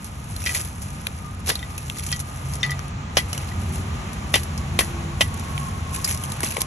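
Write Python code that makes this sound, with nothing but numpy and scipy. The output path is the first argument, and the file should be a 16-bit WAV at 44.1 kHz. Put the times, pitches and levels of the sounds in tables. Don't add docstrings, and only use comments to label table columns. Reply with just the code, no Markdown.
import sys
import numpy as np
from scipy import signal
from scipy.fft import rfft, irfft, next_fast_len
from scipy.io import wavfile
from scipy.ndimage import uniform_filter1d, map_coordinates

SR = 44100
rng = np.random.default_rng(int(sys.argv[2]) if len(sys.argv) > 2 else 0)


def transcribe(u):
    v = np.clip(np.atleast_2d(u).T, -1, 1)
    q = np.round(v * 32767).astype(np.int16)
    wavfile.write(sys.argv[1], SR, q)


N = 293706

T = np.arange(N) / SR
AGE = T[:SR // 4]
LEFT = np.array([[1], [-1]])

# (time [s], level [dB], thud re level [dB], crunch re level [dB],
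# time scale of the litter giving way [s], hollow resonance [Hz], struck stick [Hz], stick re crack [dB])
BLOW_EVENTS = [(1.474, -29.5, -9, 2, 0.042, 397, 2300, -10), (1.491, -21, -11, 3.5, 0.069, 477, 2720, -12),
               (3.169, -6, -12, -31, 0.024, 754, 3020, -5), (4.3394, -5, -22, -17, 0.02, 530, 2750, -4.5),
               (4.356, -10.5, -17.5, -6.5, 0.023, 400, 2980, -4.5),
               (4.7894, -8.5, -13, -6, 0.024, 520, 2500, -4.5),
               (4.8073, -19.5, -10, -10, 0.02, 1100, 1800, -1),
               (5.2078, -5, -15.5, -31, 0.012, 680, 2840, -5),
               (5.2138, -17, -16, -17, 0.013, 1060, 2830, 8.5),
               (5.2226, -24, -10, -10, 0.0084, 900, 2620, -11),
               (6.4313, -18.5, -13, -1, 0.013, 406, 2210, -3),
               (6.4363, -38.5, 8, -14, 0.017, 250, 2400, -8),
               (6.5672, -16, -13, -12.5, 0.0053, 670, 2260, -2.5),
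               (6.5803, -33.5, 2.5, -18.5, 0.0063, 486, 2200, -4)]
# (frequency [Hz], level [dB], t60 [s])
RAKE_MODES = [(1966, 7, 0.13), (1980, -3.5, 0.066), (2476, -6, 0.095), (2640, -10, 0.029),
              (3030, -14, 0.11), (3203, 0, 0.093), (3614, -4.5, 0.1), (4450, -3.5, 0.042),
              (4850, -9, 0.084), (5580, -8, 0.023), (5680, -15.5, 0.065), (5930, 1.5, 0.028),
              (7580, -6, 0.038), (8150, -3, 0.026)]
# (frequency [Hz], level [dB])
CRACK_SPECTRUM = [(300, 3.5), (1200, -8.5), (1900, 6), (2600, 6), (3200, 4), (3700, -2.5), (4400, 4),
                  (5600, 1.5), (7000, -5), (12000, -63)]
# (frequency [Hz], level [dB])
CRUNCH_SPECTRUM = [(300, -6), (2000, -9), (4500, -3.5), (6000, -0.5), (8000, -0.5), (10200, 9.5),
                   (11200, 6.5), (12200, -10.5), (14000, -32)]


def undb(db):
    return 10 ** (np.asarray(db) / 20)


def unit(x):
    return x / np.sqrt(np.mean(x ** 2))


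def burst(x):
    power = uniform_filter1d(np.mean(x ** 2, axis=0), size=176)
    return x / np.sqrt(power.max())


def curves(table):
    time_s, *columns = np.transpose(table)
    return [np.interp(T, time_s, column) for column in columns]


def colour(x, spectrum):
    points_hz, points_db = np.transpose(spectrum)
    n = next_fast_len(x.shape[-1] + len(AGE), True)
    hz = np.maximum(np.arange(n // 2 + 1) * SR / n, 1)
    gain = undb(np.interp(np.log(hz), np.log(points_hz), points_db))
    cepstrum = irfft(np.log(gain), n)
    cepstrum[1:n // 2] *= 2
    cepstrum[n // 2 + 1:] = 0
    response = np.exp(rfft(cepstrum))
    return irfft(rfft(x, n) * response, n)[..., :x.shape[-1]]


def resonate(x, hz, q):
    b, a = signal.iirpeak(hz, q, fs=SR)
    return signal.lfilter(b, a, x)


def noise(n, spread):
    mid, side = rng.standard_normal((2, n))
    return np.array([mid + spread * side, mid - spread * side])


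def walk(rate_hz):
    knots = rng.standard_normal(4096)
    return unit(map_coordinates(knots, [T * rate_hz], order=3, mode="wrap"))


def fade(t60_s):
    return np.exp(-np.log(1000) * AGE / t60_s)


def add(track, time_s, sound):
    i = int(time_s * SR)
    track[:, i:i + sound.shape[1]] += sound[:, :max(N - i, 0)]


def splinters(spread, ragged_db, rise_s):
    spurts = np.repeat(rng.standard_normal(len(AGE)), 44)[:len(AGE)]
    swell = 1 - np.exp(-AGE / rise_s)
    return noise(len(AGE), spread) * undb(ragged_db * spurts) * swell


def blows():
    # (frequency [Hz], level [dB])
    thud_spectrum = [(60, -28), (200, -4), (330, 19.5), (520, 16.5), (750, 17.5), (1100, 22), (1500, 1),
                     (2500, -4), (8000, -37)]
    out = np.zeros((2, N))
    for time_s, level_db, thud_db, crunch_db, give_s, hollow_hz, stick_hz, stick_db in BLOW_EVENTS:
        impact = splinters(spread=0.19, ragged_db=8.0, rise_s=0.00037) * fade(1.62 * give_s)
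        mass = burst(colour(impact, thud_spectrum))
        hollow = burst(resonate(impact, hollow_hz, q=3))
        thud = (0.9 * mass + 0.7 * hollow) * undb(2.5 * LEFT)

        fracture = splinters(spread=0.78, ragged_db=1.0, rise_s=0.0004) * fade(4.3 * give_s)
        steel = np.zeros_like(fracture)
        for hz, mode_db, t60_s in RAKE_MODES:
            q = np.pi * hz * 0.7 * t60_s / np.log(1000)
            steel += undb(mode_db) * resonate(fracture, hz, q)
        knock = splinters(spread=0.37, ragged_db=0.0, rise_s=0.00027) * fade(2.8 * give_s)
        stick = resonate(knock, stick_hz, q=7)
        crack = undb(-10.0) * burst(colour(fracture, CRACK_SPECTRUM))
        crack += undb(-16.5) * burst(steel) + undb(stick_db - 4.5) * burst(stick)

        settling = fade(give_s) + undb(-12.5) * fade(0.29)
        crunch = colour(splinters(spread=0.19, ragged_db=4, rise_s=0.0002) * settling, CRUNCH_SPECTRUM)
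        hit = crack + undb(thud_db + 7.5) * burst(thud) + undb(crunch_db + 0.5) * burst(crunch)
        add(out, time_s, undb(level_db) * hit)
    return out


def pings():
    # (time [s], level [dB], upper modes re level [dB],
    # tick re level [dB], chatter re level [dB], ring time re free [ratio], favoured mode [Hz])
    ping_events = [(0.4613, -27, 10.5, 10, 3.5, 1, 5650), (0.4712, -21.5, 6.5, 1, -15, 0.37, 2480),
                   (0.4933, -27, 3, -1, -14, 0.56, 2420), (0.5501, -26.5, 3, 12, -10, 0.46, 2500),
                   (1.508, -32, 6, 6, -13, 0.88, 3660), (1.5917, -44, 15, 15, -6, 0.56, 3600),
                   (1.6282, -31.5, 5, -22, -21, 0.54, 3530), (2.1257, -28.5, 8, -10, -2.5, 1, 3320),
                   (2.631, -23, 15.5, -6, -2.5, 0.37, 3600), (2.6385, -21.5, -5, -9, -15, 1, 4330),
                   (2.6466, -31, -2, -17, -15, 0.76, 3250), (2.6626, -33, 2, 6, -15, 0.48, 3610),
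                   (2.6953, -27.5, -2, -14, -14, 0.73, 3250), (2.7172, -25, -3, -12, -15, 0.65, 3620),
                   (3.171, -30, 9, 20.5, 1, 0.32, 3250), (3.1883, -26, 0, 6, -5, 0.7, 3210),
                   (3.5162, -35.5, -24, -17, -30, 0.36, 2470), (4.341, -24.5, 20.5, 14, 3, 0.54, 3450),
                   (4.3574, -38, -1, 8, 2, 0.54, 3230), (4.79, -31.5, 24.5, 26, -1, 0.41, 3440),
                   (4.8084, -30, -3, -8, -14, .6, 2450), (5.2095, -19, 12.5, 11, -17, 0.53, 3430),
                   (5.2147, -26, 12, -2, -12, 0.83, 6160), (5.223, -27, -7, -3, -11, 0.91, 3630)]
    out = np.zeros((2, N))
    hz, mode_db, t60_s = np.transpose(RAKE_MODES)
    upper = np.arange(len(RAKE_MODES)) > 1
    for time_s, level_db, upper_db, tick_db, chatter_db, freedom, favoured_hz in ping_events:
        detune, skew, start = rng.standard_normal((3, len(RAKE_MODES)))
        gain = undb(mode_db + 14.0 * np.exp(-((hz - favoured_hz) / 250) ** 2))
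        decays = np.array([fade(t * freedom) for t in t60_s])
        phase = 2 * np.pi * np.outer(hz * (1 + 0.004 * detune), AGE)
        phase += (np.pi * upper * start)[:, None]
        modes = np.array([decays * np.sin(phase + side * 0.3 * skew[:, None]) for side in (1, -1)])
        ring = undb(1.0) * burst((gain * ~upper) @ modes)
        ring += undb(upper_db - 7.0) * burst((gain * upper) @ modes)

        tick_decay = fade(0.013) + undb(-6) * fade(0.12)
        tick = colour(splinters(spread=1.0, ragged_db=2, rise_s=0.00022) * tick_decay, CRUNCH_SPECTRUM)
        chatter = colour(splinters(spread=1.0, ragged_db=3.5, rise_s=0.00034) * fade(0.14), CRACK_SPECTRUM)
        hit = ring + undb(tick_db - 5.0) * burst(tick) + undb(chatter_db) * burst(chatter)
        add(out, time_s, undb(level_db) * hit)
    return out


def snaps():
    # (time [s], level [dB], twig pitch [Hz], wood re level [dB],
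    # scatter t60 [s], ring sharpness [Q])
    snap_events = [(0.0442, -18, 6400, -19, 0.07, 6), (0.3635, -16.5, 4240, -2, 0.028, 30),
                   (0.4397, -14, 2600, -8, 0.061, 20), (0.4927, -11, 2470, -4, 0.016, 8),
                   (0.523, -25, 1200, 1, 0.04, 9), (0.5478, -6, 3560, -16, 0.026, 8),
                   (0.5605, -21, 3500, -8, 0.035, 14), (0.5648, -17, 2900, -10, .025, 10),
                   (0.6046, -18, 5940, -11, 0.035, 8), (0.612, -17, 6030, -19, 0.064, 8),
                   (0.649, -18, 3000, -14, 0.044, 2.4), (0.8187, -20.5, 6800, -12, 0.21, 7),
                   (1.0685, -11.5, 2470, 6.5, 0.011, 2.8), (1.0698, -14.5, 3570, 1.5, .012, 3.4),
                   (1.262, -30, 6040, -8, .04, 6), (1.403, -34, 5500, -3, .03, 5),
                   (1.461, -19, 5200, -17, 0.057, 7), (1.469, -16, 6300, -12, 0.075, 7),
                   (1.48, -12.5, 5500, -3, 0.23, 6), (1.488, -15, 3280, -2, .03, 7),
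                   (1.503, -17, 3000, 1, .04, 7), (1.52, -19, 4600, -1, .07, 7),
                   (1.5545, -14.5, 4050, 5, 0.037, 9.9), (1.779, -13.5, 2580, -9, 0.044, 50),
                   (1.899, -13.5, 2760, 4.5, 0.0078, 8.7), (1.9852, -14.5, 2680, -17, 0.028, 14),
                   (2.0647, -13.5, 6700, -4, 0.069, 7), (2.089, -22, 3010, -4, 0.035, 20),
                   (2.108, -22, 3230, 0, .03, 25), (2.116, -12, 2550, -7, 0.047, 27),
                   (2.1257, -21, 5560, 19, 0.033, 10), (2.127, -25, 4530, 17, 0.05, 8.8),
                   (2.162, -20.5, 6200, 0, 0.062, 7), (2.193, -16.5, 6000, -8, 0.05, 7),
                   (2.201, -11.5, 6340, -16, 0.057, 7), (2.536, -20, 5530, 5, 0.028, 6.1),
                   (2.554, -18, 5700, -13, 0.033, 6.5), (2.7067, -14.5, 5100, -8, 0.067, 7),
                   (2.7924, -24.5, 5500, 5.5, 0.016, 6), (2.792, -30, 1400, 12.5, 0.015, 4),
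                   (2.881, -26, 6040, -17, .015, 6), (3.17, -12, 4000, 7, 0.046, 3.3),
                   (3.17, -16, 5570, 16, .02, 12), (3.1757, -13, 5300, 9, 0.035, 8),
                   (3.184, -17, 3180, 8, .04, 18), (3.33, -11.5, 2940, -9, 0.033, 63),
                   (3.33, -16.5, 5700, 1, .026, 8), (3.378, -14, 2980, -4, 0.022, 18),
                   (3.378, -18, 5700, 4.5, 0.028, 5.2), (3.7573, -16, 2735, -13, 0.037, 14),
                   (4.132, -22.5, 6000, -8, 0.056, 7), (4.3528, -8, 4900, -26, 0.034, 6),
                   (4.356, -13, 3200, 7, 0.017, 7), (4.4323, -16, 5200, -20, 0.053, 7),
                   (4.577, -19, 5470, 1.5, 0.05, 4.4), (4.79, -24, 3300, 9, .012, 6),
                   (4.791, -16, 7340, 11, 0.024, 6), (4.8067, -12, 6000, -6, 0.036, 5.2),
                   (5.208, -16, 7800, 9, 0.043, 6), (5.341, -19.5, 6500, -15, 0.033, 7),
                   (5.375, -23, 6500, -15, .015, 7), (5.397, -19, 6200, -12, 0.024, 7),
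                   (5.5782, -23.5, 2560, 14, 0.0067, 2.3), (5.601, -25.5, 6800, -3, 0.039, 7),
                   (5.945, -22, 2620, 3, 0.01, 15), (5.961, -16, 6260, -8, .03, 8),
                   (6.044, -10.5, 5400, 5.5, 0.041, 7.2), (6.0465, -9, 4750, -2, 0.059, 36),
                   (6.0485, -12.5, 7400, 4, .03, 14), (6.0755, -11, 2180, -7.5, 0.1, 16),
                   (6.111, -9.5, 5700, -16, 0.018, 8), (6.111, -16, 2200, 1.5, 0.021, 4.3),
                   (6.1743, -17, 5540, -7, 0.045, 8), (6.2371, -11.5, 2966, -10, 0.037, 18),
                   (6.3194, -13, 3960, -15, 0.029, 3.3), (6.4051, -12, 1600, -10, 0.02, 3),
                   (6.445, -11, 5730, -4, 0.026, 7), (6.46, -14, 2700, -3, .025, 12),
                   (6.507, -20, 2720, 0, .015, 12), (6.522, -17, 2440, -3.5, 0.03, 12),
                   (6.6057, -7.5, 5600, -14, 0.063, 10), (6.6171, -1, 5840, -12, 0.017, 8.2)]
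    second_split, second_db = 0.068, -13
    out = np.zeros((2, N))
    for time_s, level_db, hz, wood_db, scatter_s, q in snap_events:
        decay = fade(0.0035) + undb(-6.5) * fade(scatter_s)
        fracture = splinters(spread=1.0, ragged_db=1.5, rise_s=0.00024) * decay
        edge = burst(colour(fracture, CRUNCH_SPECTRUM))
        bend = resonate(fracture, hz, q=1)
        twig = burst(resonate(bend, hz, q))
        twig += undb(second_db) * burst(resonate(bend, hz * (1 + second_split), q=2.9))
        body = burst(resonate(resonate(fracture, 2500, q=1), 580, q=1))
        body *= 3800 / hz
        wood = undb(-13.0) * burst(twig) + undb(-27.0) * body
        add(out, time_s, undb(level_db) * (undb(-8.5) * edge + undb(wood_db) * wood))
    return out


def squeaks():
    # (time [s], length [s], level [dB], pitch [Hz])
    squeak_events = [(0.402, 0.05, -40, 5700), (2.598, 0.025, -39, 5520)]
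    out = np.zeros((2, N))
    for time_s, length_s, level_db, hz in squeak_events:
        pressure = np.sin(np.pi * np.minimum(AGE / length_s, 1))
        note = resonate(noise(len(AGE), spread=0.3) * pressure, hz, q=27)
        add(out, time_s, undb(level_db) * burst(note))
    return out


def rustle():
    # (frequency [Hz], level [dB])
    leaf_spectrum = [(150, -9), (600, -3), (2300, -1.5), (4000, -8.5), (5200, -1.5), (6800, 0.5),
                     (8500, 1.5), (10400, 10), (11300, 4), (12200, -10.5), (14000, -40)]
    rest, stir, scrape = stirring()
    ticks = grains(np.geomspace(2500, 11500, num=14), rate_hz=45, scatter_db=4.2, q=4, tail_s=0.02)
    sliding = unit(noise(N, spread=0.068))
    twigs = grains(np.geomspace(1500, 6000, num=10), rate_hz=26, scatter_db=4.5, q=16, tail_s=0.015)
    twigs = unit(resonate(twigs, 3000, q=1))
    catch = unit(undb(2.6 * walk(68)))
    resting = unit(colour(0.6 * ticks + sliding, leaf_spectrum))
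    moving = unit(colour(ticks + 0.4 * sliding, leaf_spectrum))
    share = stir / (rest + stir)
    leaves = (1 - share) * resting + share * moving * catch
    return np.hypot(rest, stir) * leaves + scrape * catch * twigs


def grains(pitches_hz, rate_hz, scatter_db, q, tail_s):
    out = np.zeros((2, N))
    for hz in pitches_hz:
        chance = rng.random(N)
        size = np.minimum(rng.exponential(size=N), 3)
        hits = (chance < rate_hz / SR) * undb(scatter_db * size)
        crinkle = noise(len(AGE), spread=0.7) * (fade(0.005) + undb(-12) * fade(tail_s))
        grain = 2.9 * unit(crinkle) + unit(resonate(crinkle, hz, q))
        out += signal.fftconvolve(hits[None], grain, axes=1)[:, :N]
    return unit(out)


def push(peak_s, level_db, swell_s, settle_s):
    away = np.maximum((peak_s - T) / swell_s, (T - peak_s) / settle_s)
    return undb(level_db - 20 * away) ** 2


def stirring():
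    # (hardest push [s], leaves [dB], twigs [dB], 20 dB swell [s], 20 dB settling [s])
    stroke_events = [(0.06, -39, -50, 0.044, 0.078), (0.565, -22.5, -39.5, 0.28, 0.13),
                     (0.85, -41.5, -72, 1, 1), (1.492, -32, -22, 0.026, 0.034),
                     (2.105, -32.5, -44, 0.69, 0.13), (2.55, -38, -56, 0.67, 0.11),
                     (3.35, -35, -42, 0.11, 0.34), (3.76, -38, -49, 0.28, 0.18),
                     (5.359, -46, -66, 0.072, 1), (5.66, -37, -58, 0.58, 0.098),
                     (5.949, -29, -44, 0.06, 0.12), (6.095, -23, -39, 0.094, 0.12),
                     (6.24, -34, -48, 0.48, .35), (6.445, -26.5, -34.5, 0.037, 0.25)]
    # (start [s], end [s])
    contact_spans = [(0, 1.2), (1.47, 2.88), (3.17, 5.8), (5.92, 8.3)]
    contact_db, lifted_db, lift_s = -48.5, -60, 0.059
    shake_db, shake_delay_s, shake_swell_s, shake_settle_s = -32, 0.0025, 0.061, 0.15

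    touching = sum(1.0 * ((T >= start_s) & (T < end_s)) for start_s, end_s in contact_spans)
    touching = uniform_filter1d(touching, int(lift_s * SR))
    resting = undb(lifted_db) ** 2 + touching * undb(contact_db) ** 2
    leaves, twigs = np.zeros(N), np.zeros(N)
    for time_s, level_db, *_ in BLOW_EVENTS:
        leaves += push(time_s + shake_delay_s, level_db + shake_db, shake_swell_s, shake_settle_s)
    for peak_s, leaves_db, twigs_db, swell_s, settle_s in stroke_events:
        stroke = push(peak_s, 0, swell_s, settle_s)
        leaves += undb(leaves_db) ** 2 * stroke
        twigs += undb(twigs_db) ** 2 * stroke
    return np.sqrt(resting), np.sqrt(leaves), np.sqrt(twigs)


def engine():
    # (time [s], rumble [dB], rush [dB])
    noise_levels = [(0, -34, -41), (1.3, -32, -41.5), (2.7, -31, -38), (3.3, -30.5, -38.5), (3.6, -27, -37),
                    (4.4, -29, -36), (5.1, -27, -35.5), (6.0, -30, -37), (6.66, -32, -36)]
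    # (time [s], whine pitch [Hz], whine [dB], drone [dB], hum [dB])
    tone_levels = [(0, 1234, -57, -79, -63), (1.3, 1235, -52, -69, -48), (2.1, 1215, -51, -62, -36),
                   (2.7, 1208, -48, -63, -35), (3.3, 1185, -56, -66, -43), (3.85, 1207, -47.5, -45, -41.5),
                   (4.6, 1135, -50, -53, -36), (4.85, 1103, -45.5, -42, -43.5), (5.15, 1096, -49, -43, -37),
                   (5.3, 1106, -46.5, -72, -42), (5.55, 1089, -38.5, -61, -34), (5.74, 1074, -39, -63, -39),
                   (5.83, 1091, -49, -70, -39), (5.98, 1082, -36.5, -91, -43), (6.15, 1080, -47, -72, -38),
                   (6.26, 1080, -41.5, -72, -33), (6.36, 1080, -53, -72, -45), (6.66, 1072, -41, -72, -48)]
    # (time [s], pitch [Hz], level [dB])
    held_levels = [(0, 1231, -59), (0.55, 1240, -51), (0.72, 1242, -59), (1.2, 1228, -51),
                   (1.28, 1192, -41), (1.33, 1243, -56), (2.7, 1241, -49), (3.6, 1229, -52),
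                   (5.5, 1222, -66), (6.1, 1233, -56), (6.27, 1214, -43), (6.4, 1213, -49),
                   (6.66, 1220, -51)]
    # (frequency [Hz], level [dB])
    rumble_spectrum = [(15, -62), (28, -20), (42, -12.5), (60, -2), (83, 1.5), (110, -4.5), (150, -6),
                       (220, -10), (300, -21.5), (500, -31.5), (1500, -86)]
    # (frequency [Hz], level [dB])
    rush_spectrum = [(100, -5), (300, -2), (550, -3), (830, 1.5), (1000, -1.5), (1200, -2.5), (1600, -6.5),
                     (2500, -7.5), (3800, -14), (5200, -16), (7000, -12.5), (9000, -24.5), (12500, -63)]

    rumble_db, rush_db = curves(noise_levels)
    whine_hz, whine_db, drone_db, hum_db = curves(tone_levels)
    held_hz, held_db = curves(held_levels)
    rumble = undb(rumble_db + 0.57 * walk(5.9)) * unit(colour(noise(N, spread=0.45), rumble_spectrum))
    rush = undb(rush_db + 0.84 * walk(5.01)) * unit(colour(noise(N, spread=1), rush_spectrum))
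    boom = wavering_tone(84.5, rumble_db - 9, smear_hz=22, spread=0.3, steady=0)
    hum = wavering_tone(139.8, hum_db, smear_hz=16, spread=0.062, steady=0.25)
    whine = wavering_tone(whine_hz, whine_db, smear_hz=70, spread=0.6, steady=0.12)
    drone = wavering_tone(0.31 * whine_hz, drone_db, smear_hz=16, spread=0.5, steady=1.8)
    held = wavering_tone(held_hz, held_db, smear_hz=32, spread=0.6, steady=1.0)
    return rumble + rush + boom + hum + whine + held + drone


def wavering_tone(hz, level_db, smear_hz, spread, steady):
    phase = 2 * np.pi * np.cumsum(hz * np.ones(N)) / SR
    mid, side = (unit(walk(smear_hz) * np.cos(phase) + walk(smear_hz) * np.sin(phase)) for _ in range(2))
    mid = unit(mid + steady * unit(np.cos(phase + 0.81 * walk(9))))
    swell = unit(undb(1.64 * np.sqrt(hz / 1000) * walk(13)))
    return undb(level_db) * swell * np.array([mid + spread * side, mid - spread * side])


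def scene():
    rake = undb(1.0 * LEFT) * (blows() + pings())
    return rake + snaps() + squeaks() + rustle() + engine()


def record(dry):
    # (frequency [Hz], side gain [dB])
    port_width = [(30, -3), (70, -12), (160, -15), (280, -13), (520, -3), (900, -1), (1100, 0), (3000, -.5),
                  (4200, 0), (4700, -7), (6500, -9), (8500, -16), (12000, -22)]
    # (frequency [Hz], lag [rad])
    port_lag = [(0, 0), (300, 0), (700, 1.1), (850, 1.8), (1050, 4.3), (1400, 5.1), (1950, 6.4),
                (2900, 5.5), (3300, 6), (4000, 6.6), (4600, 9.1), (5000, 10.5), (5600, 12.2), (8000, 14.7),
                (9400, 15.7), (12200, 18.8), (22050, 27.3)]
    hz = np.arange(N // 2 + 1) * SR / N
    left, right = rfft(dry)
    mid = (left + right) / 2
    side = (left - right) / 2 * undb(np.interp(hz, *np.transpose(port_width)))
    lag_rad = np.interp(hz, *np.transpose(port_lag))
    ports = irfft(np.array([mid + side, (mid - side) * np.exp(-1j * lag_rad)]), N)
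    rounded = 0.8 * np.tanh(ports / 0.8)
    low_pass = signal.ellip(6, 0.3, 60, 13300, fs=SR, output="sos")
    return signal.sosfilt(low_pass, rounded)


dry = scene()
out = record(dry)
transcribe(out)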